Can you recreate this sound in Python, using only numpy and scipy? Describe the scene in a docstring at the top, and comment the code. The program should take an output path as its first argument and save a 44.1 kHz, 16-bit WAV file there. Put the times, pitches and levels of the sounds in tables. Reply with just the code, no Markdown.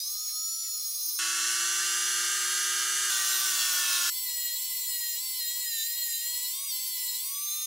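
"""A handheld rotary tool cleans a steel bolt with wire brushes, close by. First an end brush skims the
head, hurried and high-pitched: shaft, eight-bar commutator and ball bearings whine over fan air and
wire scratch. At 1.2 s this cuts to the tool spinning free at natural pace, much lower, creeping up.
From 3.1 s it loses speed and cuts out at 4.1 s, leaving a faint hush. Also from 3.1 s to the end,
a wire wheel works the thread, hurried and high again, its whine sagging under every press."""
import sys
import numpy as np
from scipy import signal
from scipy.fft import rfft, irfft, next_fast_len
from scipy.io import wavfile

SR = 44100
rng = np.random.default_rng(int(sys.argv[2]) if len(sys.argv) > 2 else 0)


def write(x):
    x = np.atleast_2d(x).T
    wavfile.write(sys.argv[1], SR, np.round(np.clip(x, -1, 1) * 32767).astype(np.int16))


N = 337806

MAINS_PULSE_HZ, HURRY = 120, 3.4  # in the hurried stretches, the mains pulses come HURRY times faster
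EDGE_HZ = 15780  # top of the audible band
BALL_PASS = 4.362  # bearing ball passes per shaft turn

# End brush pushed onto the bolt head: start t/s, length t/s, drag/share of free speed
TIP_PRESSES = [(0, .25, .022), (.246, .064, .147), (.615, .65, .05), (.68, .6, .058)]
# Bed of steadier whine: f/shaft speed, relative level/dB
TIP_TONES = [(3.362, -46.5), (4, -48.5), (5, -69), (6, -61), (6.362, -55.5), (7.362, -54.5), (7.724, -47),
             (8.362, -51), (8.724, -46.5), (9, -66), (9.724, -50), (10, -62), (10.724, -58), (11, -50),
             (11.086, -48), (11.724, -55), (12, -57), (12.724, -45), (13, -58), (13.086, -54)]
# Lead voices, a row per LEAD_ORDERS entry: unloaded relative level/dB, level/dB gained per unit drag
TIP_LEAD = [(-62, -48), (-76.5, 25), (-42, -14), (-42, 5), (-45.5, 16), (-47, 24)]
# Peaks and notches of the held tool that the leads glide through: f/Hz, width f/Hz, level/dB of boost
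TIP_COLOUR = [(1112, 116, -16.6), (1264, 69, 4.6), (5009, 152, 4.9), (5314, 78, -8.3), (6344, 157, 4.7),
              (6915, 253, 5.4), (8942, 639, -8.4), (10114, 288, -4.0), (13878, 626, -9.5),
              (14575, 297, 8.0)]
# Bright rush of fan air and wires: f/Hz, relative level/dB per Hz
TIP_RUSH = [(900, -138), (1600, -128), (2000, -108), (2800, -96.5), (3600, -84.5), (5000, -77), (5700, -74),
            (6700, -84), (8200, -86), (9300, -84), (11000, -81.5), (13000, -84), (15700, -78)]


def tip_brush():
    """The small end brush skims the bolt head, hurried; it snags briefly and the whine dips in pitch."""
    span = 0, 1.192
    speed = labour(TIP_PRESSES, span, start_hz=1114, free_hz=1338, tremor=.005, tremor_hz=21)
    t, hz, turns = shaft(speed, *span, jitter=0.00078, jitter_hz=59.7)
    snag = [(.05, 2), (.1, 2.5), (.19, 1.5), (.22, 2), (.265, 1.5), (.29, 2), (.33, 1.5), (.36, 4.5),
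            (.41, 2)]  # t/s, level/dB added to the whine
    tones = whine(t, turns, TIP_TONES, HURRY, flutter=0.25, flutter_hz=39.74, sidebands=TIP_SIDEBANDS)
    leading = lead(t, hz, turns, drag(TIP_PRESSES, t), TIP_LEAD, TIP_COLOUR,
                   shaft_flutter=.04, flutter=0.13, flutter_hz=51.5, chatter_db=21, chatter_hz=69.7)
    motor = (amp(-3.4) * tones + amp(-1.04) * leading) * amp(curve(snag, t)[0])
    rush = noise(TIP_RUSH, len(t), ripple_db=4.0, ripple_hz=59.9)
    rush *= throb(t, turns, HURRY, turn_depth=0.086, mains_depth=0.16)
    ring = rim_scrape(t, ring_db=-68.5)
    haze = rattle(hz, turns, TIP_RUSH, over_db=21.5, low_hz=5800, count=20)
    sound = motor + amp(-2.0) * rush + ring + haze
    return place(t, sound, side_db=-20.5, balance_db=-0.8, room_db=-17.5, apart_hz=2000)


# Wheel on the thread, long strokes with short bites on top: start t/s, length t/s, drag/share of speed
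WHEEL_PRESSES = [(3.205, 0.58, 0.106), (3.397, 0.372, 0.079), (3.891, 1.276, 0.136), (4.01, 0.104, 0.107),
                 (4.203, 0.09, 0.092), (4.259, 0.265, 0.082), (4.662, 0.479, 0.055), (4.825, 0.317, 0.044),
                 (5.225, 1.272, 0.182), (5.384, 0.047, 0.241), (5.62, 0.191, 0.119), (6.009, 0.154, 0.093),
                 (6.646, 0.096, 0.175), (6.678, 0.468, 0.143), (6.883, 0.347, 0.074)]
# Bed of rough whine: f/shaft speed, relative level/dB
WHEEL_TONES = [(3, -55.5), (3.362, -54.5), (4, -56), (5, -54), (6, -51.5), (6.362, -63), (7, -58),
               (7.724, -52), (8.362, -61), (8.724, -66), (9, -52), (9.362, -53.5), (9.724, -46), (10, -56),
               (10.362, -53.5), (10.724, -50), (11, -56), (11.724, -53), (12, -55.5), (12.724, -47),
               (13, -50.5), (13.086, -53), (14, -45), (14.086, -49.5), (14.724, -49), (15, -49),
               (15.086, -46), (16, -41.5)]
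# Lead voices, a row per LEAD_ORDERS entry: unloaded relative level/dB, level/dB gained per unit drag
WHEEL_LEAD = [(-67, -6.5), (-61.5, 18.5), (-49, 10), (-48, 2), (-49.5, -6.5), (-49, 9.5)]
# Peaks and notches of the held tool that the leads glide through: f/Hz, width f/Hz, level/dB of boost
WHEEL_COLOUR = [(907, 54, -27), (984, 23, 5), (1143, 182, 13), (1858, 286, 8), (3964, 170, 9),
                (4215, 234, 6), (4537, 210, 5), (4560, 98, -0.5), (5150, 91, -3), (6350, 580, 7.5),
                (7130, 1300, 11), (7815, 320, 4), (12250, 700, 5.5), (14000, 714, 11.5)]
# Hiss of fan air and wires: f/Hz, relative level/dB per Hz
WHEEL_RUSH = [(800, -127), (1400, -123), (1650, -108), (2000, -77.5), (2500, -82), (3300, -79.5),
              (4300, -75.5), (5300, -82), (6300, -76), (8300, -80.5), (9300, -75), (11200, -77.5),
              (13500, -72), (15700, -72)]


def wheel_brush():
    """The wire wheel works the thread, hurried; pressure slows the shaft and brings up the scratch."""
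    span = 3.098, 7.67
    speed = labour(WHEEL_PRESSES, span, start_hz=1260, free_hz=1225, tremor=.026, tremor_hz=19)
    t, hz, turns = shaft(speed, *span, jitter=.0014, jitter_hz=110)
    pressure = np.clip((1020 - hz) / 100, -1, 1.5)  # the slower the shaft, the harder the push
    tones = whine(t, turns, WHEEL_TONES, HURRY, flutter=0.46, flutter_hz=36.01,
                  sidebands=WHEEL_SIDEBANDS)
    leading = lead(t, hz, turns, drag(WHEEL_PRESSES, t), WHEEL_LEAD, WHEEL_COLOUR,
                   shaft_flutter=0.17, flutter=0.13, flutter_hz=50.22, chatter_db=9.5, chatter_hz=54.9)
    motor = amp(-0.64) * housing(tones) + amp(0.83) * leading
    rush = noise(WHEEL_RUSH, len(t), ripple_db=2.2, ripple_hz=50)
    rush *= amp(0.63 * pressure + .5 * wander(len(t), SR / 25))
    wires = [(1000, -135), (1700, -108), (2000, -105), (3000, -92), (4200, -93), (5500, -97),
             (15000, -86)]  # f/Hz, relative level/dB per Hz
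    scratch = noise(wires, len(t), ripple_db=1.0, ripple_hz=58.6) * np.maximum(pressure, 0) ** 2
    hiss = amp(-6.3) * rush + amp(-2) * scratch
    hiss *= throb(t, turns, HURRY, turn_depth=0.05, mains_depth=0.25)
    haze = rattle(hz, turns, WHEEL_RUSH, over_db=10, low_hz=4950, count=16)
    return place(t, motor + hiss + haze, side_db=-15.5, balance_db=0.0, room_db=-19.0, apart_hz=1200)


# Slow climb with the brush lifted off: t/s, shaft f/Hz
IDLE_SPEED = [(1.2, 336.5), (1.22, 334.3), (1.35, 340.2), (1.62, 348.8), (1.97, 357.6), (2.15, 360.3),
              (2.46, 363.7), (2.89, 367.4), (3.09, 368.2)]
# Dense, clean whine of shaft and bearings: f/shaft speed, relative level/dB
IDLE_TONES = [(1, -57), (2, -95), (3.362, -45), (4, -48.5), (4.362, -40.5), (5.362, -48), (6, -60.5),
              (6.362, -50.5), (7.724, -45), (8, -45.5), (8.362, -66), (8.724, -59), (9, -62),
              (9.362, -54.5), (9.724, -47), (10, -73), (10.086, -52), (11.724, -48), (12.086, -45.5),
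              (13, -50), (13.086, -50), (14, -55), (14.086, -47.5), (15, -60), (15.086, -56), (15.448, -52),
              (16, -49), (16.086, -38.5), (16.448, -44), (17, -67), (17.086, -42.5), (17.448, -45.5),
              (18, -45), (18.086, -44), (18.448, -45.5), (19.448, -48), (19.81, -45), (20.448, -50),
              (20.81, -40), (21, -46.5), (21.448, -59), (22, -47), (22.81, -52.5), (23, -74),
              (23.81, -55.5), (24, -47), (24.81, -67), (25, -58), (25.172, -53), (25.81, -65), (26, -61),
              (26.172, -52), (26.81, -45), (27, -54), (27.172, -65), (27.534, -56), (28, -68),
              (28.172, -48.5), (29, -58), (29.172, -55), (29.534, -68), (30.172, -64)]
# Breath of the fan: f/Hz, relative level/dB per Hz
IDLE_RUSH = [(170, -123), (300, -103), (550, -94), (850, -88), (1100, -78.5), (1500, -67), (1750, -72.5),
             (2300, -80.5), (3000, -77), (4600, -74.5), (6300, -71), (8200, -75), (10500, -73),
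             (15700, -87.5)]


def idling():
    """The tool spins freely and creeps up in speed."""
    t, hz, turns = shaft(IDLE_SPEED, start=1.188, end=3.102, jitter=0.00052, jitter_hz=25.63)
    tones = whine(t, turns, IDLE_TONES, pace=1, flutter=0.12, flutter_hz=16, sidebands=FREE_SIDEBANDS)
    rush = noise(IDLE_RUSH, len(t), ripple_db=4.5, ripple_hz=25.01)
    rush *= throb(t, turns, pace=1, turn_depth=0.16, mains_depth=0.098)
    haze = rattle(hz, turns, IDLE_RUSH, over_db=21.5, low_hz=2980, count=56)
    sound = amp(-1.02) * tones + amp(-1.73) * rush + haze
    return place(t, sound, side_db=-24.0, balance_db=-0.9, room_db=-16.5, apart_hz=553)


# Gentle droop of the motor running on: t/s, shaft f/Hz
SLOWING_SPEED = [(3.11, 352.4), (3.38, 352), (3.44, 349.8), (3.52, 344), (3.79, 331.9), (3.99, 324.3),
                 (4.11, 321.3)]
# Sparser, shakier whine: f/shaft speed, relative level/dB
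SLOWING_TONES = [(1, -59.5), (2, -64.5), (3.362, -45), (4, -57), (4.362, -39.5), (5.362, -42), (8, -44.5),
                 (8.362, -61), (9.724, -43.5), (10, -49), (10.086, -43), (12.086, -43.5), (14, -50),
                 (14.086, -58), (16, -58), (16.086, -39), (16.448, -40), (17.086, -51), (18, -42),
                 (18.086, -40), (18.448, -53), (19.448, -49), (19.81, -57), (20.81, -39), (21, -54),
                 (27.172, -43.5)]
# Breath of the fan: f/Hz, relative level/dB per Hz
SLOWING_RUSH = [(170, -117), (300, -101), (550, -89.5), (850, -86), (1100, -77.5), (1500, -64.5),
                (1750, -75.5), (2300, -75), (3000, -73), (4600, -71), (6300, -68.5), (8200, -71.5),
                (10500, -72), (15700, -97)]


def slowing():
    """The motor loses speed with a stronger mains buzz; the wires graze the bolt near the end."""
    t, hz, turns = shaft(SLOWING_SPEED, start=3.098, end=4.1, jitter=0.00075, jitter_hz=24.7)
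    tones = whine(t, turns, SLOWING_TONES, pace=1, flutter=0.32, flutter_hz=18.44,
                  sidebands=FREE_SIDEBANDS)
    rush = noise(SLOWING_RUSH, len(t), ripple_db=3.0, ripple_hz=24.72)
    rush *= throb(t, turns, pace=0.99, turn_depth=0.15, mains_depth=0.26)
    wires = [(1500, -100), (2800, -78), (4200, -69.5), (6000, -83), (9000, -82)]  # f/Hz, level/dB per Hz
    graze = noise(wires, len(t), ripple_db=-4, ripple_hz=59.7) * bump(t, centre=3.95, width=0.24)
    haze = rattle(hz, turns, SLOWING_RUSH, over_db=11, low_hz=2750, count=40)
    sound = amp(-2.0) * tones + amp(-1.56) * rush + graze + haze
    return place(t, sound, side_db=-31.0, balance_db=-0.6, room_db=-14, apart_hz=550)


# Lead voices (unbalance, its octave, ball pass, ball pass + 1, commutator, 3 passes - 1): f/shaft speed
LEAD_ORDERS = [1, 2, 4.362, 5.362, 8, 12.086]
COMMUTATOR_BARS = 8


def lead(t, hz, turns, load, tones, colour, shaft_flutter, flutter, flutter_hz, chatter_db, chatter_hz):
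    """The leading tones swell and fade as they glide through the tool's colour, and chatter under load."""
    out, pitch = 0, np.arange(0, 2 * EDGE_HZ, 2)
    response_db = sum(db * bump(pitch, centre, width) for centre, width, db in colour)
    for order, (free_db, load_db) in zip(LEAD_ORDERS, tones):
        chatter = chatter_db * wander(len(t), SR / chatter_hz)
        db = free_db + np.interp(order * hz, pitch, response_db) + load * (load_db + chatter)
        depth = shaft_flutter if order == 1 else flutter
        out += tone(order * turns, db, depth, flutter_hz, locked=order == COMMUTATOR_BARS)
    return out


# Buzz from mains pulses splitting the commutator tones: f/shaft speed, offset/mains steps
SIDEBAND_PLACES = [(8, -2), (8, -1), (8, 1), (8, 2), (8, 3), (16, -2), (16, -1), (16, 1)]
# Weight of that buzz, row by row: relative level/dB for end brush, free running, wheel
SIDEBAND_LEVELS = [(-65, -70, -47.5), (-57, -52.5, -43.5), (-56, -46.5, -51.5), (-56, -48.5, -56.5),
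                   (-56, -50, -61), (-80, -76, -51), (-80, -76, -56.5), (-80, -77, -57)]
TIP_SIDEBANDS, FREE_SIDEBANDS, WHEEL_SIDEBANDS = np.transpose(SIDEBAND_LEVELS)


def whine(t, turns, tones, pace, flutter, flutter_hz, sidebands):
    """Bearing and shaft tones, plus the commutator's mains sidebands."""
    out = sum(tone(order * turns, db, flutter, flutter_hz) for order, db in tones)
    mean_hz = turns[-1] / (t[-1] - t[0])
    for (order, step), db in zip(SIDEBAND_PLACES, sidebands):
        if order * mean_hz < 1.1 * EDGE_HZ:
            cycles = order * turns + step * pace * MAINS_PULSE_HZ * t
            out += tone(cycles, db, 0.26, flutter_hz, locked=order == COMMUTATOR_BARS)
    return out


def tone(cycles, db, flutter, flutter_hz, locked=False):
    """One partial, fluttering as the balls slip; locked ones beat in step with the mains."""
    coarse = np.arange(0, len(cycles) + 64, 64)
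    mean_hz = cycles[-1] / len(cycles) * SR
    flutter = flutter * (0.69 + mean_hz / 12000)  # high partials flutter more
    swell, slip = (wander(len(coarse), SR / 64 / flutter_hz) for _ in range(2))
    start_phase = 2 * np.pi * rng.random() * (not locked)
    sway = (1 + flutter * (swell + 1j * slip)) / np.sqrt(1 + 2 * flutter ** 2)
    sway = np.interp(np.arange(len(cycles)), coarse, sway * np.exp(1j * start_phase))
    angle = (2 * np.pi * (cycles - np.floor(cycles))).astype(np.float32)
    return np.sqrt(2) * amp(db) * (sway.real * np.cos(angle) - sway.imag * np.sin(angle))


def shaft(speed, start, end, jitter, jitter_hz):
    """Times, speed and summed turns of a slightly unsteady shaft."""
    t = np.arange(round(start * SR), min(round(end * SR), N)) / SR
    hz = curve(speed, t)[0]
    unsteady_hz = hz * (1 + jitter * wander(len(t), SR / jitter_hz))
    return t, hz, np.cumsum(unsteady_hz) / SR


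def labour(presses, span, start_hz, free_hz, tremor, tremor_hz, lag_s=0.17):
    """The motor sags under each press, wobbles with the hand's tremor and recovers late: t/s, f/Hz."""
    t = np.arange(*span, 1 / SR)
    load, inertia = drag(presses, t), np.exp(-1 / (lag_s * SR))
    hz = start_hz + signal.lfilter([1 - inertia], [1, -inertia], free_hz * (1 - load) - start_hz)
    wobble = np.sin(2 * np.pi * tremor_hz * t + wander(len(t), 2 * SR / tremor_hz))
    return np.column_stack([t, hz * (1 + tremor * load * wobble)])


def drag(presses, t, grip_s=0.03):
    """Share of the free speed that the presses take away; each ramps in and out, and overlaps add up."""
    return sum(share * np.clip(np.minimum(t - start, start + length - t) / grip_s + .5, 0, 1)
               for start, length, share in presses)


# Body resonances under the wheel's whine: f/Hz, width f/Hz, level/dB of the added ring
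HOUSING_MODES = [(3245, 26, -1), (3614, 62, 9), (3950, 135, 11.5)]


def housing(x):
    """Tones flare up as they glide through the resonances of the tool's body."""
    return x + sum(amp(db) * resonate(x, hz, width) for hz, width, db in HOUSING_MODES)


def rattle(hz, turns, rush, over_db, low_hz, count):
    """Bearing haze: faint tones at random sums of ball passes and turns, coloured like the rush."""
    balls, height, weakness = rng.random((count, 3)).T
    passes = BALL_PASS * np.floor(8 * balls)
    pitch = low_hz + height * (EDGE_HZ - low_hz)
    orders = passes + np.round(pitch / hz.mean() - passes)
    levels = curve(rush, pitch)[0] + over_db - 6 * weakness
    return sum(tone(order * turns, db, flutter=0.61, flutter_hz=15) for order, db in zip(orders, levels))


def throb(t, turns, pace, turn_depth, mains_depth):
    """Noise comes in puffs, once a turn and once a mains pulse."""
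    turn_puffs = turn_depth * np.cos(2 * np.pi * turns)
    mains_puffs = mains_depth * np.cos(2 * np.pi * pace * MAINS_PULSE_HZ * t)
    return evened(np.exp(turn_puffs + mains_puffs))


# Faint ring that the end brush keeps alive: f/Hz, width f/Hz, relative level/dB
RIM_MODES = [(1720, 34, -8.5), (1930, 86, -5.5), (2204, 27, 4), (2430, 120, -10), (2590, 33, 0)]
# Accents where the bristles catch the rim: centre t/s, length t/s, level/dB of boost
RIM_CATCHES = [(0.004, 0.024, 13), (0.288, 0.019, 15), (0.656, 0.074, 9)]


def rim_scrape(t, ring_db):
    """Bristles on the rim stir a few narrow resonances, harder where they catch."""
    catch_db = sum(db * bump(t, centre, length) for centre, length, db in RIM_CATCHES)
    push = rng.standard_normal(len(t)) * amp(catch_db)
    ring = sum(amp(db) * resonate(resonate(push, hz, 2 * width), hz, width)
               for hz, width, db in RIM_MODES)
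    return amp(ring_db) * evened(ring)


def place(t, sound, side_db, balance_db, room_db, apart_hz):
    """Cuts a stretch in and out in stereo; phase spread and a faint room widen it above apart_hz."""
    lag = np.arange(6000)
    echoes = rng.standard_normal(len(lag)) * np.exp(-lag / 2000) * (lag > 200)
    room = amp(room_db) * signal.oaconvolve(sound, echoes / np.linalg.norm(echoes))[:len(t)]
    spread = amp(side_db) * signal.hilbert(sound, next_fast_len(len(t))).imag[:len(t)]
    side = signal.filtfilt(*signal.butter(1, apart_hz, "high", fs=SR), spread + room)
    pair = np.array([sound * amp(balance_db / 2) + side, sound * amp(-balance_db / 2) - side])
    first = round(t[0] * SR)
    return np.pad(pair * signal.windows.tukey(len(t), 200 / len(t)), ((0, 0), (first, N - first - len(t))))


def hush(stop_s=4.1, fall_db_per_s=55):
    """A faint low hush dies away after the slowing motor cuts out."""
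    since = np.arange(N) / SR - stop_s
    # f/Hz, level/dB per Hz
    body = [(170, -122), (300, -109), (550, -105), (900, -104), (1500, -102), (2000, -112)]
    air = noise(body, N, ripple_db=2.5, ripple_hz=40)
    return air * amp(-fall_db_per_s * abs(since)) * np.clip(1 + since / 0.014, 0, 1)


# Dark, quiet bed of the room: f/Hz, level/dB per Hz
ROOM_TONE = [(20, -110), (100, -112), (150, -131), (300, -134), (400, -127), (520, -125), (680, -137),
             (1000, -137), (16000, -138)]


def room_tone():
    """A steady, barely audible rumble under everything."""
    return noise(ROOM_TONE, N, ripple_db=2.0, ripple_hz=30)


def noise(spectrum, size, ripple_db, ripple_hz):
    """Noise of a given density, cut off below its first point and rippled by small fixed resonances."""
    length = next_fast_len(size)
    hz = np.fft.rfftfreq(length, 1 / SR)
    points_hz, db = np.transpose(spectrum)
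    shape_db = np.interp(np.log(hz + 1), np.log(points_hz), db, left=-np.inf)
    shape_db += ripple_db * wander(len(hz), ripple_hz / hz[1])
    return irfft(rfft(rng.standard_normal(length)) * amp(shape_db) * np.sqrt(SR / 2), length)[:size]


def wander(size, step):
    """Smooth random drift of rms about 1, with knots at least step samples apart."""
    knots = rng.standard_normal(4096)
    return 1.256 * np.interp(np.arange(size) / max(step, size / 4000), np.arange(len(knots)), knots)


def resonate(x, hz, width):
    """One resonance with unit gain at its peak."""
    return signal.lfilter(*signal.iirpeak(hz, hz / width, SR), x)


def curve(rows, at):
    """A table's later columns read along its first, joined by straight lines."""
    points, *columns = np.transpose(rows)
    return [np.interp(at, points, column) for column in columns]


def bump(x, centre, width):
    """A bell curve of height 1."""
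    return np.exp(-(2 * (x - centre) / width) ** 2)


def amp(db):
    """Decibels to gain."""
    return 10 ** (np.asarray(db) / 20)


def evened(x):
    """Scales to rms 1."""
    return x / np.sqrt(np.mean(x ** 2) + 1e-20)


def scene():
    """The four stretches of the tool over a quiet room."""
    return tip_brush() + idling() + slowing() + wheel_brush() + hush() + room_tone()


def record(dry):
    """A steep low-pass takes off the very top."""
    lowpass = signal.firwin(1023, EDGE_HZ, window=("kaiser", 9), fs=SR)
    return signal.oaconvolve(dry, lowpass[None], "same")


dry = scene()
out = record(dry)
write(out)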